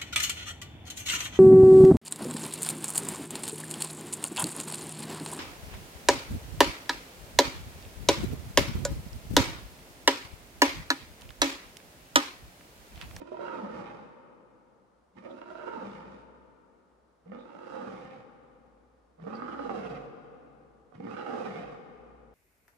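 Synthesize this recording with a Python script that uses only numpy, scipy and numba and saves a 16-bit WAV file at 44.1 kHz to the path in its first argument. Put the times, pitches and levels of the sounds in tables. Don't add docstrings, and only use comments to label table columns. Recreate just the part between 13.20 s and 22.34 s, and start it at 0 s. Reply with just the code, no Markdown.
import sys
import numpy as np
from scipy import signal
from scipy.fft import rfft, irfft, next_fast_len
from scipy.io import wavfile
from scipy.ndimage import uniform_filter1d, map_coordinates
from numba import njit

SR = 44100
rng = np.random.default_rng(int(sys.argv[2]) if len(sys.argv) > 2 else 0)


def output_pcm(signal):
    pcm = np.clip(np.atleast_2d(signal).T, -1, 1) * 32767
    wavfile.write(sys.argv[1], SR, np.round(pcm).astype(np.int16))


N = 403074
T = np.arange(N) / SR

# t/s, level/dB
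GROWLS = [(0.581, -63), (2.718, -83), (4.8, -73), (6.77, -60), (8.45, -64)]
# t/s, strength/dB, send to the two lowest resonances/dB, to the mouth/dB
SLAPS = [(0.117, -33, 5.5, -16), (0.143, -32, -1, -18), (0.168, -34.5, -9, -4), (0.191, -35, 7.5, -12),
         (0.281, -37, 3, 5), (0.49, -37, -9, 2), (1.968, -51.5, -7.5, 7), (2.023, -50, -1.5, -6),
         (2.048, -53, 0, -3), (2.214, -47, 1, 3), (2.285, -47.5, 1, -2.5), (2.302, -51, 13, -3.5),
         (2.35, -48, 8, -6), (4.066, -54.5, 2, -1.5), (4.117, -44, 7, 0), (4.29, -45.5, -2, 1),
         (4.316, -45, -13, -8), (4.345, -48, -3, -2), (4.383, -42, -19, -3), (4.41, -41, 4, -9),
         (4.471, -41, -6, -6.5), (4.521, -46, -9, 0), (6.066, -40.5, 7, -6), (6.128, -36, 2.5, -8.5),
         (6.219, -37.5, 1.5, -3), (6.278, -40.5, -4.5, -7), (6.314, -37, -6, 2), (6.357, -34, -4, -11),
         (6.391, -31, -9, -9), (6.493, -29.5, -4.5, -5), (6.691, -36.5, 1, -6), (7.742, -59, -9, 0),
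         (7.799, -44, 1, -5.5), (7.867, -44.5, 0, -3), (7.967, -34.5, -4, 4), (8.064, -39, -3, 6)]


def amp(db):
    return 10 ** (np.asarray(db) / 20)


def unit(x):
    return x / np.sqrt(np.mean(x ** 2) + 1e-20)


def along(points, hz):
    f, v = np.transpose(points)
    return np.interp(np.log(hz + 1), np.log(f + 1), v)


def curves(rows):
    s, *cols = np.transpose(rows)
    return [np.interp(T, s, c) for c in cols]


def swells(rows):
    return sum(amp(db) * np.exp(-((T - s) / width) ** 2) for s, db, width in rows)


def wobble(rate):
    return map_coordinates(rng.standard_normal(int(N * rate / SR) + 4), [T * rate])


def sine(hz):
    return np.sin(2 * np.pi * np.cumsum(hz) / SR)


def filtered(x, response):
    m = next_fast_len(x.shape[-1] + SR // 2)
    return irfft(rfft(x, m) * response(np.fft.rfftfreq(m, 1 / SR)), m)[..., :x.shape[-1]]


def eq(x, points):
    return filtered(x, lambda f: amp(along(points, f)))


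def band(x, hz, width, stages=2):
    return filtered(x, lambda f: (1j * f * width / (hz * hz - f * f + 1j * f * width)) ** stages)


def paired(two, likeness):
    turn = lambda f: np.arccos(np.clip(along(likeness, f), -1, 1)) / 2
    mid, side = filtered(two, lambda f: np.array([np.cos(turn(f)), np.sin(turn(f))]))
    return np.array([mid + side, mid - side])


@njit
def glide(x, hz, width):
    step = np.exp((2j * np.pi * hz - np.pi * width) / SR)
    y, z = np.empty(len(x)), 0j
    for i in range(len(x)):
        z = z * step[i] + x[i]
        y[i] = z.real
    return y


def resonance(flow, slaps, hz, width):
    body, hit = [glide(glide(x, hz, width), hz, 3 * width) for x in (flow, slaps)]
    size = np.std(body)
    power = np.abs(uniform_filter1d(body ** 2, SR // 15)) / size ** 2
    return unit(body / (power + 0.044) ** 0.28) + hit / size


def hiss():
    # f/Hz, level/dB
    colour = [(20, -25.5), (50, -2.5), (120, -12), (500, -5.5), (1200, -9.5), (2500, -26), (5000, -29),
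              (10800, -35.5), (11500, -44.5), (16000, -47)]
    noise = eq(rng.standard_normal((2, N)), colour)
    return amp(-70) * unit(paired(noise, likeness=[(60, 0.42), (200, 0.8), (1000, 0.26), (9000, 0.2)]))


def far_hum():
    # t/s, level/dB
    fader = [(0, -70), (1.4, -76), (2.1, -86), (2.6, -66), (3.1, -67.5), (4.2, -78.5), (4.9, -74),
             (5.6, -68), (6.4, -68.5), (7.8, -74.5), (9.14, -64.5)]
    tone = sine(59.5 + 4.5 * wobble(14))
    return amp(curves(fader)[0] + 3.5 * wobble(5) + np.array([wobble(6.4), wobble(6.6)])) * tone


def enclosure(x):
    # f/Hz, t60/s
    decay = [(60, 3.44), (210, 3.35), (560, 2.96), (1470, 2.55), (3880, 1.74), (9000, 1.4)]
    # f/Hz, gain/dB
    rock_colour = [(1000, 0), (4000, -7.5), (10000, 4)]
    # f/Hz, left-right likeness
    likeness = [(60, 0.91), (100, 1), (180, 0.04), (300, 0.73), (600, 0.02), (3000, 0.012)]
    hz, t, spectrum = signal.stft(rng.standard_normal((2, 3 * SR)), SR, nperseg=512)
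    tail = signal.istft(spectrum * amp(-60 * t / along(decay, hz)[:, None]), SR, nperseg=512)[1]
    t = np.arange(tail.shape[1]) / SR
    rock = eq(rng.standard_normal(tail.shape) * amp(-60 * t / 0.1), rock_colour)
    early = amp(-3.5) * rock / np.linalg.norm(rock[0])
    late = amp(-7) * tail / np.linalg.norm(tail[0]) * (1 - np.exp(-t / 0.016))
    predelayed = np.pad(x, (300, 0))[None]
    echoes = signal.fftconvolve(predelayed, paired(early + late, likeness), axes=1)[:, :N]
    return echoes * amp([[1.3], [-1.3]])


def whistles():
    # t/s, f/Hz, level/dB, half-width/s
    blips = [(2.113, 3534, -62.5, 0.017), (4.21, 3630, -66.5, 0.041), (6.158, 4673, -58.5, 0.022)]
    return sum(amp(db) * np.exp(-2 * ((T - s) / width) ** 2) * unit(band(rng.standard_normal(N), hz, 480))
               for s, hz, db, width in blips)


def growls(centre_hz=57, sag_hz_per_s=75):
    since = T - np.array([s for s, db in GROWLS])[:, None]
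    since_nearest = since[np.abs(since).argmin(axis=0), np.arange(N)]
    hz = np.clip(centre_hz - sag_hz_per_s * since_nearest, 30, 90) + 3 * wobble(22)
    return swells([(s, db, .11) for s, db in GROWLS]) * amp(2.5 * wobble(20)) * sine(hz)


def moans(lowest_hz):
    # t/s, level/dB, half-width/s
    cues = [(.16, -48.5, 0.14), (.48, -48.5, 0.1), (2.06, -54.5, 0.077), (2.4, -55, 0.038),
            (2.65, -52.5, 0.16), (4.15, -50.5, 0.078), (6.06, -50, 0.055), (6.21, -44.5, 0.084),
            (6.4, -42, 0.12), (6.74, -45.5, 0.04), (7.85, -50.5, 0.074), (8.32, -57.5, 0.2)]
    return swells(cues) * amp(3.5 * wobble(35)) * sine(lowest_hz * (1 + 0.0507 * wobble(50)))


def chest(drive, opening):
    growling = swells([(s, 0, 0.26) for s, db in GROWLS])
    return amp(-16 - 3 * opening + 3.5 * growling) * unit(band(drive, 150.5, 51))


def rasp(drive, modes, effort_db, floor_db, chop=.5):
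    # f/Hz, level/dB
    colour = [(1200, -52.5), (1700, -8), (2400, -19), (3200, -21.5), (5000, -9.5), (8000, -22.5),
              (10500, -28.5), (12500, -42), (14000, -73.5)]
    # f/Hz, left-right likeness
    likeness = [(1500, .6), (5000, .4)]
    # t/s, level/dB, half-width/s
    breaths = [(.45, -71, 0.41), (2.58, -68.5, 0.54), (4.65, -66.5, 0.31), (6.52, -68.5, 0.24),
               (8.2, -61.5, 0.27)]
    pulses = unit(np.sqrt(np.abs(uniform_filter1d(drive ** 2, SR // 150))))
    gusts = (1 - chop + chop * pulses) * amp(1.4 * wobble(16))
    noise = gusts * paired(rng.standard_normal((2, N)), likeness)
    rung = sum(amp(db) * np.array([unit(glide(side, hz, width)) for side in noise])
               for hz, width, db in modes)
    tearing = unit(unit(eq(noise, colour)) + amp(3) * unit(band(rung, 3200, 3500)))
    push = np.clip(uniform_filter1d(effort_db + 113, SR // 10) / 40, 0, 1) ** 2
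    return (swells(breaths) * push + amp(floor_db)) * tearing


def mouth(flow, slaps, effort_db, back_hz=2300, forward_hz=2750):
    # t/s, ring level/dB, main resonance/Hz
    moves = [
        [(0.0, -65, 2450), (0.17, -60.5, 2500), (0.26, -51, 2810), (0.42, -59.5, 2290), (0.598, -58.5, 2220),
         (0.676, -54, 2379), (0.9, -77, 2570)],
        [(1.95, -83, 2330), (1.984, -55.5, 2350), (2.005, -75, 2360), (2.058, -56.5, 2230), (2.09, -74, 2360),
         (2.2, -65, 2740), (2.55, -56.5, 2756), (2.7, -60.5, 2180), (3.0, -67, 2440)],
        [(4.04, -102, 2310), (4.075, -66, 2240), (4.1, -74, 2230), (4.15, -60.5, 2110), (4.19, -72.5, 2250),
         (4.3, -66, 2710), (4.62, -63.5, 2735), (4.73, -63.5, 2240), (4.906, -59.5, 2300), (5.05, -69.5, 2410)],
        [(5.98, -88, 2400), (6.018, -61, 2330), (6.054, -77, 2250), (6.075, -61, 2160), (6.128, -61.5, 2460),
         (6.3, -59, 3050), (6.5, -57, 2800), (6.76, -53.5, 2490), (6.9, -82, 2500)],
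        [(7.72, -88, 2400), (7.75, -62, 2420), (7.78, -73, 2310), (7.85, -62, 2150), (7.97, -54, 2880),
         (8.15, -57, 2680), (8.36, -51.5, 2140), (8.45, -56.5, 2590), (8.6, -73, 2250)],
    ]
    # f/Hz, shift per Hz of the main one, width/Hz, level/dB,
    # change with the tongue forward/dB
    formants = [(1410, 0.044, 267, 4.5, 5.5), (1798, 0.183, 69, 8, -10), (2143, 0.09, 99, 1, 3.5),
                (2282, 0.98, 240, 7, -2), (2840, 0.79, 240, 0, -8.5), (3510, 0.83, 280, -5, 1),
                (4500, 0.41, 430, -9, 0)]
    ring_db, main_hz = curves(sum(map(list, moves), []))
    forward = np.clip((main_hz - back_hz) / (forward_hz - back_hz), 0, 1)
    modes = [(hz + follows * (main_hz - back_hz), width, db + forward_db * forward)
             for hz, follows, width, db, forward_db in formants]
    ring = sum(amp(db + 2.5 * wobble(24)) * resonance(flow, slaps, hz, width) for hz, width, db in modes)
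    fade_db = np.clip(-59.5 - effort_db, 0, 50)
    return amp(ring_db - fade_db) * unit(band(ring, 2500, 6700)), modes


def fold_flow(upper_db, scatter=.22, size_db=2.2, flutter_db=2.2, breath=0.49):
    flaps_per_s = np.clip(190 + 14 * (upper_db + 42), 44, 210)
    beats = np.cumsum(np.exp(scatter * rng.standard_normal(N // 100)))
    sizes = amp(size_db * rng.standard_normal(N // 100))
    turns = np.cumsum(flaps_per_s) / SR
    at = np.searchsorted(turns, beats[beats < turns[-1]])
    flaps = np.zeros(N)
    flaps[at] = sizes[:len(at)] / np.sqrt(flaps_per_s[at])
    flow = np.sqrt(1 - breath) * unit(flaps) + np.sqrt(breath) * rng.standard_normal(N)
    return unit(flow * amp(flutter_db * wobble(55)))


def fold_slaps(flow, upper_db, strays_per_s=8, puff_rise_s=.002, puff_t60_s=.025):
    when, chance, size = rng.random((int(N / SR * 60), 3)).T
    clicks = np.zeros((3, N))
    clicks[:, (when * N).astype(int)] = (chance < strays_per_s / 60) * amp(5 + 6.4 * size)
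    for s, db, low_db, mouth_db in SLAPS:
        at = round(s * SR)
        over_flow_db = min(db - upper_db[at] + 17, 34)
        clicks[:, at] = amp(over_flow_db + np.array([0, low_db, mouth_db]))
    onsets = uniform_filter1d(clicks, int(puff_rise_s * SR))
    puffs = signal.lfilter([1], [1, -amp(-60 / (puff_t60_s * SR))], onsets) * flow
    return band(amp(-6) * clicks + amp(-18) * puffs, 1200, 3900, stages=1)


def fold_closure(depth=.5, lead_s=.012):
    times = np.array([row[0] for row in SLAPS] + [np.inf])
    until = times[np.searchsorted(times, T)] - T
    closing = np.exp(-(until / lead_s) ** 2) * (until > .001)
    return 1 - depth * uniform_filter1d(closing, SR // 400)


def roar_curves(attack_s=.0027, release_s=.17):
    # t/s, effort/dB, lowest throat resonance/Hz, resonances 2, 3, 4 over the lowest/dB
    roars = [
        [(0, -48.5, 298, -5, -8, -20), (.08, -52, 318.2, -8, -4, -11), (.14, -48, 343, -2, -9, -18),
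         (.27, -46, 341, 1, 5, 3), (.4, -43, 260, -3, -3, -3), (.45, -42, 223.5, -5, -3, -7),
         (.58, -46.5, 185, 0, -9, -3), (.65, -53, 162, 2, 1, 1), (.85, -58.5, 168.2, 0, -3, -5)],
        [(1.95, -62.5, 168.6, -16.5, -7.5, -19), (1.974, -44, 177.4, -10, -16, -15),
         (2.0, -56, 197.5, -8, -14, -9), (2.064, -46, 263.4, 2, -14, -11), (2.2, -55, 298.3, -4, -3, -5),
         (2.4, -48, 362, -1, -3, 1), (2.53, -46.5, 334.4, 0, 3, 0), (2.61, -44, 218.2, -2, 0, -5),
         (2.71, -53, 181.5, -3, -6, -3), (2.95, -55, 153.4, -4, -11.5, -10)],
        [(4.04, -68, 158, -20.5, -20, -23), (4.068, -57, 170.2, 2, -16.5, -8.5),
         (4.096, -59, 194.6, 0, -21, -12), (4.14, -50.5, 224, 2, -16, -4.5), (4.27, -54, 289.4, -5, -3, -6),
         (4.48, -52, 300.7, -1, -4, -1), (4.575, -46.5, 273, 4, -2, -1), (4.67, -44, 222.5, -3, -9, -3),
         (4.74, -48, 176.6, -3, -7, -5), (5.0, -56.5, 149.2, -3, -2, -10.5)],
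        [(5.98, -71, 156.4, 6, -4, 2), (6.015, -55.5, 162, 1, -17.5, -9), (6.084, -44.5, 198.3, 3, -19.5, -3),
         (6.13, -49.5, 224.9, 1, -5, 2), (6.3, -43, 293, -10, -12, 1), (6.41, -49, 282.4, 5, -2, 4),
         (6.526, -44.5, 241.6, 6, -1, -2), (6.6, -43.5, 184.1, 0, -10, -6), (6.75, -52, 140.4, 8, -2, -2),
         (6.85, -56, 144.3, 4, 1, -7)],
        [(7.72, -78.5, 149.7, 20, 14, 14.5), (7.75, -49, 153.7, -24, -14, -10),
         (7.786, -51, 165.6, -12, -18.5, -22), (7.844, -41, 203.2, -10, -16, -17),
         (7.964, -46, 239.5, -3, -6, 1), (8.05, -49, 279.5, 5, 2.5, 1), (8.154, -40, 255.6, 3, -3.5, -1),
         (8.3, -46, 187.8, 0, -3, -5.5), (8.4, -48, 136.4, 0, -1, -7), (8.55, -61.5, 140.6, 6.5, -0.5, 3.5)],
    ]
    # resonances 2, 3, 4 with the mouth closed/Hz, chest trim/dB, rasp trim/dB,
    # lowest mouth resonance over the throat's fourth/dB
    throats = [(505, 823, 1195, 0, 3.2, -12), (501, 831, 1199, -4, -4.5, -11.5),
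               (495, 780, 1152, -1.5, -4, -9.5), (481, 738, 1141, 1, 2.5, -11),
               (469, 750, 1155, 3, -4, -10)]
    hush = lambda row, s: (row[0] + s, -110, *row[2:])
    rows = []
    for roar, shape in zip(roars, throats):
        rows += [(*row, *shape) for row in [hush(roar[0], -attack_s), *roar, hush(roar[-1], release_s)]]
    return curves(rows)


def larynx(opening, closed_hz, drift=.015):
    climbs = [151, 142, 170]
    bends = [3.06, 0.82, 1.15]
    leads = [0.12, 0.051, 0.03]
    ahead = lambda s: np.minimum(opening, np.interp(T + s, T, opening))
    return [(hz + climb * ahead(lead) ** bend) * (1 + drift * wobble(9))
            for hz, climb, bend, lead in zip(closed_hz, climbs, bends, leads)]


def throat(flow, low_slaps, high_slaps, hz, levels_db):
    widths = [105, 62, 66, 120]
    slaps = [low_slaps, low_slaps, high_slaps, high_slaps]
    body = sum((-1) ** k * amp(levels_db[k]) * resonance(flow, slaps[k], hz[k], widths[k])
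               for k in range(4))
    return band(body, 529, 1660)


def lion(shut_hz=150, open_hz=350):
    effort_db, lowest_hz, *upper, chest_trim_db, rasp_trim_db, fifth_trim_db = roar_curves()
    over_db, closed_hz = upper[:3], upper[3:]
    opening = np.clip((lowest_hz - shut_hz) / (open_hz - shut_hz), 0, 1)
    throat_hz = [lowest_hz] + larynx(opening, closed_hz)
    throat_db = [effort_db] + [effort_db + db for db in over_db]
    upper_db = 10 * np.log10(sum(amp(db) ** 2 for db in throat_db[1:]))

    flow = fold_flow(upper_db)
    high_slaps, low_slaps, mouth_slaps = fold_slaps(flow, upper_db)
    body = throat(flow, low_slaps, high_slaps, throat_hz, throat_db)
    fill = amp(upper_db - 14) * unit(band(flow + high_slaps, 750, 760, stages=3))
    ring, modes = mouth(flow, mouth_slaps, effort_db)
    fifth = amp(throat_db[3] + fifth_trim_db - 2.5 * opening) * resonance(flow, high_slaps, *modes[0][:2])
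    boom = amp(effort_db + chest_trim_db) * chest(flow + high_slaps, opening)

    rasp_db = -72 + 0.32 * (upper_db + 50) + rasp_trim_db - 4 * opening
    fade_db = np.clip(-50 - effort_db, 0, 40)
    breath = rasp(flow + .5 * mouth_slaps, modes[3:], effort_db, floor_db=rasp_db - fade_db)
    duck = fold_closure()
    voice = duck * (body + fill + fifth + ring)
    return voice + np.sqrt(duck) * breath + moans(lowest_hz) + boom + whistles()


def scene():
    # f/Hz, gain/dB
    far_side = [(100, 0), (200, 2.5), (330, -5), (500, -9), (750, -8), (1150, -13), (2600, -13), (5000, -7),
                (8000, -3), (12000, 1)]
    left, right = lion()
    lag_s = lambda f: 0.001548 * f * f / (f * f + 300 ** 2)
    left = filtered(left, lambda f: amp(along(far_side, f)) * np.exp(-2j * np.pi * f * lag_s(f)))
    direct = amp(3) * (np.array([left, right]) + growls())
    return direct + enclosure(right) + hiss() + far_hum()


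def record(dry):
    return filtered(dry, lambda hz: hz < 15700)


dry = scene()
out = record(dry)
output_pcm(out)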